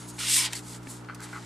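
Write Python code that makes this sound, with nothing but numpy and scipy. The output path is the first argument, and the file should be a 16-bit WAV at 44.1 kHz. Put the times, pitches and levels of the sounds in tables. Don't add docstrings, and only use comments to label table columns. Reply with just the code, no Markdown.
import sys
import numpy as np
from scipy import signal
from scipy.fft import rfft, irfft
from scipy.io import wavfile

SR = 44100
rng = np.random.default_rng(int(sys.argv[2]) if len(sys.argv) > 2 else 0)


def gain_from_db(level_db):
    decades = np.asarray(level_db, float) / 20
    return 10 ** decades


def dump_mix(stems):
    frames = np.atleast_2d(stems).T
    limited = np.clip(frames, -1, 1)
    pcm = np.round(limited * 32767).astype(np.int16)
    wavfile.write(sys.argv[1], SR, pcm)


N = 63945
TIME = np.arange(N) / SR
FFT_HZ = np.maximum(np.fft.rfftfreq(N, 1 / SR), 1)


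def rms_one(x):
    return x / np.sqrt(np.mean(x ** 2) + 1e-20)


def at_hz(points, hz):
    table_hz, values = np.array(points)[:, :2].T
    return np.interp(np.log(hz), np.log(table_hz), values)


def drift(rate_hz):
    r = np.exp(-2 * np.pi * rate_hz / SR)
    wander = signal.lfilter([1], [1, -2 * r, r * r], rng.standard_normal(N + 20000))
    return rms_one(wander[20000:])


def coloured(x, spectrum, low_hz, high_hz):
    edge = 1 / np.sqrt((1 + (low_hz / FFT_HZ) ** 8) * (1 + (FFT_HZ / high_hz) ** 8))
    return rms_one(irfft(rfft(x) * gain_from_db(at_hz(spectrum, FFT_HZ)) * edge, N))


# (frequency [Hz], likeness [0-1])
LEFT_RIGHT_LIKENESS = [(60, 0.8), (250, 0.86), (500, 0.25), (1000, 1), (4000, 0.92), (6000, 0.96),
                       (9200, 0.71), (12500, 0.63)]


def spread(mid, side, share=0.98):
    alike = np.clip(share * at_hz(LEFT_RIGHT_LIKENESS, FFT_HZ), 0, 1)
    common = rfft(mid) * np.sqrt((1 + alike) / 2)
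    differing = rfft(side) * np.sqrt((1 - alike) / 2)
    return irfft(common + differing * [[1], [-1]], N)


def tilted(x, tilt_db):
    out = 0
    spec = rfft(x)
    octave = np.clip(np.log2(FFT_HZ / 5000), -3, 2)
    for k in range(-3, 3):
        window = np.cos(np.pi / 2 * np.clip(octave - k, -1, 1)) ** 2
        out = out + gain_from_db(k * tilt_db) * irfft(spec * window, N)
    return out


def ring(clicks, hz, t60):
    r, w = gain_from_db(-60 / (t60 * SR)), 2 * np.pi * hz / SR
    return signal.lfilter([0, np.sin(w)], [1, -2 * r * np.cos(w), r * r], clicks + 1e-18)


def narrow(hz, width_hz):
    lowpass = signal.butter(2, width_hz / 2, fs=SR, output="sos")
    slow = signal.sosfilt(lowpass, rng.standard_normal((2, 2, N)))
    phase = 2 * np.pi * np.cumsum(hz * np.ones(N)) / SR
    return rms_one(slow[0] * np.cos(phase) + slow[1] * np.sin(phase))


def friction(spread_db, catch_db):
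    fibres_per_s, catch_per_s = 9000, 160
    sizes = gain_from_db(spread_db * np.minimum(rng.exponential(1, (2, N)), 5)) * rng.choice([-1, 1], (2, N))
    snaps = sizes * (rng.random((2, N)) < fibres_per_s / SR)
    rubbing = snaps + .5 * rng.standard_normal((2, N))
    return rubbing * gain_from_db(catch_db * drift(catch_per_s))


def level_along(s, db):
    return gain_from_db(np.interp(TIME, s, db, left=-120, right=-120))


def along(rows):
    s, db, tilt = np.transpose(rows)
    return level_along(s, db), np.interp(TIME, s, tilt)


# (frequency [Hz], level [dB per Hz])
AIR_COLOUR = [(450, -8), (700, -11.5), (900, -0.5), (1050, -5), (1400, -4), (2100, -14.5), (6000, -23),
              (10500, -29), (15700, -45)]
# (frequency [Hz], level [dB per Hz])
RUMBLE_COLOUR = [(25, -24), (50, -1.5), (90, -8.5), (150, -9.5), (260, 2.6), (450, -9), (600, -6),
                 (900, -8)]


def room():
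    air_db, rumble_db, whine_db = -51.5, -53, -59
    whine_hz, whine_width_hz, whine_end_s = 6640, 70, .2
    air = spread(*coloured(rng.standard_normal((2, N)), AIR_COLOUR, 370, 17000), share=0.55)
    rumble = spread(*coloured(rng.standard_normal((2, N)), RUMBLE_COLOUR, 20, 940))
    whine = signal.lfilter(*signal.iirpeak(whine_hz, whine_hz / whine_width_hz, SR), rng.standard_normal(N))
    whine = rms_one(np.tanh(2 * rms_one(whine)))
    whine = whine * (TIME < whine_end_s)
    return gain_from_db(air_db) * air + gain_from_db(rumble_db) * rumble + gain_from_db(whine_db) * whine


# (multiple of the mains frequency, level [dB rms], share in the side [0-1])
HUM_PARTIALS = [(1, -61, .08), (2, -46.5, 0.082), (3, -51.5, 0.17), (4, -58.5, .2), (5, -52, 0.16),
                (6, -58.5, 0.23), (7, -60.5, 0.42), (8, -67, 0.57), (14, -67, 0.31)]


def hum():
    mains_hz, wobble_db, twist_rad = 60.11, 0.3252, .72
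    out = 0
    for k, db, side in HUM_PARTIALS:
        gain = np.sqrt(2) * gain_from_db(db + wobble_db * k * drift(6.9))
        tone = gain * np.exp(1j * (2 * np.pi * k * mains_hz * TIME + twist_rad * k * k))
        out = out + tone.real + side * tone.imag * [[1], [-1]]
    return out


def desk(x):
    t60_s, level_db = 0.065, -15.5
    decay = gain_from_db(-60 * TIME / t60_s) * (TIME > .003)
    tail = signal.lfilter([.4], [1, -.6], rng.standard_normal((2, N)) * decay)
    tail = spread(*tail)[:, :SR // 3]
    tail = tail / np.sqrt((tail ** 2).sum(axis=1, keepdims=True))
    return gain_from_db(level_db) * signal.fftconvolve(x, tail, axes=1)[:, :N]


# (time [s], level [dB], tilt [dB per octave])
FINGERS_SETTLE = [
    (0, -51.5, 2),
    (.04, -53.5, -3.5),
    (.072, -59, 0),
    (.084, -50.5, 7),
    (.108, -50, 4),
    (.122, -58, -1.5),
    (.16, -55.5, 3),
    (.19, -55, 4),
]
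# (time [s], level [dB], tilt [dB per octave])
FINGERS_BRUSH = [(.50, -51.5, -5), (.547, -43.5, -3.5), (.554, -37, 0), (.594, -45, 0), (.615, -59, 1.5),
                 (.70, -48, 2.5), (.765, -48.5, -1), (.80, -76.5, 8.5), (.87, -55, -1.5),
                 (.905, -48.5, 6.5), (.97, -54, 0.5), (1.04, -73, 3), (1.14, -79, 6), (1.195, -63, -3),
                 (1.24, -44, 2), (1.268, -55.5, -1.5), (1.33, -54, -0.5), (1.45, -54.5, -4.5)]
# (frequency [Hz], level [dB per Hz])
SKIN_COLOUR = [(1000, -22), (1700, -3), (2220, -1), (2350, -6.5), (4460, 0), (6060, -3), (7640, 3),
               (11000, -5), (15600, -27)]


def fingers():
    x = coloured(friction(spread_db=2.8, catch_db=0.64), SKIN_COLOUR, 1260, 31500)
    x = spread(*x) * np.sqrt(2)
    early, early_tilt = along(FINGERS_SETTLE)
    late, late_tilt = along(FINGERS_BRUSH)
    return (early + late) * tilted(x, np.where(early > late, early_tilt, late_tilt))


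# (time [s], peak level [dB], pitch [Hz])
CARD_SLIPS = [(1.0867, -33.5, 1407), (1.091, -39, 1570), (1.097, -30.5, 1400), (1.102, -39, 1450),
              (1.105, -38.5, 1390), (1.109, -38, 1480), (1.114, -46, 1420), (1.121, -40.5, 1450),
              (1.127, -49, 1390), (1.133, -44, 1420), (1.14, -49, 1460), (1.158, -46, 1410),
              (1.196, -44, 1400), (1.201, -40.5, 1505), (1.208, -44, 1310), (1.216, -42.5, 1580),
              (1.226, -41, 1450), (1.258, -45, 1410), (1.3295, -35, 1355), (1.3335, -35.5, 1454),
              (1.339, -38, 1450), (1.345, -35, 1400), (1.350, -40, 1480), (1.3552, -34.5, 1370),
              (1.3595, -38, 1400), (1.3628, -33, 1330), (1.3675, -38.5, 1320), (1.3715, -37.5, 1390),
              (1.3782, -36, 1370), (1.385, -42, 1280), (1.389, -49, 1400)]
# (ratio to its pitch, level [dB], swell time [s])
CARD_MODES = [(.64, -12, 0.0013), (.85, -9, 0.0014), (1.0, 1, 0.0012), (1.1, -12.5, 0.0024),
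              (1.45, -13, 0.0025), (1.62, -15, 0.0015), (1.9, -20.5, 0.0016), (2.2, -23.5, 0.0018),
              (3.0, -20.5, 0.0014)]


def creak():
    scatter_db, detune_share = 1.5, 0.023
    out = np.zeros((2, N + SR))
    u = np.arange(SR // 30) / SR
    for s, db, hz in CARD_SLIPS:
        start = int(s * SR)
        for ratio, mode_db, swell in CARD_MODES:
            gain, detune, phase = rng.standard_normal((3, 2, 1))
            mode_hz = hz * ratio * (1 + detune_share * detune)
            tone = np.sin(2 * np.pi * mode_hz * u + 3 * phase)
            height = gain_from_db(db + mode_db + scatter_db * gain)
            out[:, start:start + len(u)] += height * u / swell * np.exp(1 - u / swell) * tone
    return spread(*out[:, :N])


# (time [s], peak level [dB], tilt [dB per octave], rise [s], ring t60 [s])
CONTACT_TAPS = [(.339, -15, 3, .0004, 0.0055), (0.359, -7, 6, 0.0003, 0.0042),
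                (.3657, -7, 4, 0.00052, .007), (0.3704, -16, 11, 0.00037, .006),
                (.390, -5, 6, 0.00037, 0.0062), (.399, -16, 0, 0.00032, 0.0055),
                (0.458, -22, -2, 0.0005, .005), (0.4604, -21, -3, 0.00035, 0.0059),
                (.526, -23, 2, .005, 0.024), (0.5328, -12.5, 4, 0.0039, 0.017),
                (0.831, -38.5, 6, .001, 0.039), (0.87, -48, 1, .001, .03), (1.011, -45, 8, .001, .015),
                (1.047, -35.5, 2, .001, .015), (1.147, -30.5, 6.5, .001, 0.048),
                (1.205, -29, 7.5, 0.0011, 0.0092), (1.259, -33, 0, .001, .012)]


def taps():
    gain, tilt = np.zeros(N), np.zeros(N)
    for s, db, tilt_db, rise, t60 in CONTACT_TAPS:
        u = TIME - s
        attack = np.clip(1 + u / rise, 0, 1) ** 3
        gain += gain_from_db(db - 11 - 60 * np.clip(u, 0, 1) / t60) * attack
        tilt[u > -.003] = tilt_db
    # (frequency [Hz], level [dB per Hz])
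    colour = [(500, -25), (2000, 6.5), (8000, -4.5), (12000, -12.5), (15700, -34)]
    x = coloured(rng.standard_normal((2, N)), colour, 500, 17000)
    return gain * tilted(spread(*x), tilt)


# (time [s], frequency [Hz], level [dB], ring t60 [s])
MAT_THUDS = [(.5312, 2080, -30, .018), (.534, 620, -43, .03), (.5335, 4600, -29, .014),
             (.5328, 3500, -33, .014), (.535, 920, -37, .045), (.8725, 275, -32, .045),
             (.8715, 2250, -36, .018), (.8715, 1750, -38, .02), (.8712, 2650, -40, .015),
             (1.1475, 4600, -39, .016), (1.1474, 2400, -45, .012), (1.149, 9100, -36, .02)]


def thuds():
    out = np.zeros(N)
    for s, hz, db, t60 in MAT_THUDS:
        click = np.arange(N) == int(s * SR)
        soft_click = signal.lfilter([.3], [1, -.7], click)
        out += gain_from_db(db) * ring(soft_click, hz, t60)
    return out


# (start [s], length [s], frequency [Hz], width [Hz],
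# level [dB])
EDGE_SQUEAKS = [(.0, 0.063, 10000, 990, -57.5), (.262, .035, 2780, 78, -43),
                (.327, 0.021, 5230, 300, -35.5), (.335, 0.046, 1950, 70, -42.5),
                (.375, .035, 2280, 130, -39), (0.385, 0.032, 5250, 440, -37.5),
                (.44, .025, 4200, 2140, -37), (.445, 0.016, 8500, 2800, -42), (.11, 0.064, 9900, 500, -62),
                (1.2, 0.097, 1900, 1300, -55.5), (.553, 0.013, 4560, 270, -42),
                (.551, .014, 9300, 900, -48)]


def squeaks():
    out = 0
    for start, length, hz, width_hz, db in EDGE_SQUEAKS:
        u = np.clip(2 * (TIME - start) / length, 0, 40)
        out = out + gain_from_db(db) * u * np.exp(1 - u) * narrow(hz, width_hz)
    return spread(*out) * np.sqrt(2)


# (time [s], frequency [Hz], level [dB])
CARD_SPAN = [
    (.185, 1342, -65),
    (0.201, 1330, -49.5),
    (0.29, 1399, -57),
    (.34, 1200, -68),
    (.385, 1000, -46),
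    (.435, 1052, -51.5),
    (.475, 921, -51.5),
    (0.50, 880, -68),
    (.64, 858, -66),
]
# (time [s], frequency [Hz], level [dB])
FOLDER_EDGE = [
    (.27, 8400, -46),
    (.31, 7900, -36),
    (.338, 7900, -31.5),
    (.355, 8660, -35),
    (.367, 8630, -23.5),
    (.39, 8910, -31),
    (.41, 8890, -34),
    (.428, 8800, -59),
]


def rubbed_tones():
    out = 0
    for rows, width_hz in (CARD_SPAN, 180), (FOLDER_EDGE, 1200):
        s, hz, db = np.transpose(rows)
        out = out + level_along(s, db) * narrow(np.interp(TIME, s, hz), width_hz)
    return spread(*out) * np.sqrt(2)


# (time [s], level [dB], tilt [dB per octave])
FOLDER_STROKE = [
    (.182, -57, -14),
    (.191, -35.5, -2.5),
    (.26, -33, -4),
    (.30, -27.5, 0.1),
    (.368, -24, 1),
    (.43, -30, -3),
    (.462, -31.5, -4),
    (.485, -45, -9),
    (.515, -59, -9),
]
# (frequency [Hz], level [dB per Hz])
SCRAPE_COLOUR = [(700, -28.5), (1400, -16.5), (1800, -11.5), (2000, -9), (3200, -3.5), (6000, -4),
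                 (8500, -1.5), (11900, -9.5), (15700, -26)]
# (frequency [Hz], width [Hz], gain [dB])
FOLDER_RESONANCES = [(1940, 110, 3), (2290, 98, 2.5), (2800, 180, 1.5), (5100, 570, 1), (6260, 900, -1),
                     (9160, 2200, 3.5)]


def stroke():
    x = coloured(friction(spread_db=0, catch_db=0.5), SCRAPE_COLOUR, 700, 15500)
    for hz, width_hz, db in FOLDER_RESONANCES:
        x = x + (gain_from_db(db) - 1) * signal.lfilter(*signal.iirpeak(hz, hz / width_hz, SR), x)
    gain, tilt = along(FOLDER_STROKE)
    return gain * tilted(spread(*rms_one(x)), tilt) * np.sqrt(2)


def scene():
    near = fingers() + creak() + taps() + thuds() + squeaks() + rubbed_tones() + stroke()
    return room() + hum() + near + desk(near)


def low_pass(x):
    return signal.sosfilt(signal.butter(12, 15750, fs=SR, output="sos"), x)


def record(dry):
    lowpass = signal.ellip(10, .5, 80, 15450, fs=SR, output="sos")
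    mix = signal.sosfilt(lowpass, dry)
    return low_pass(mix)


dry = scene()
out = record(dry)
dump_mix(out)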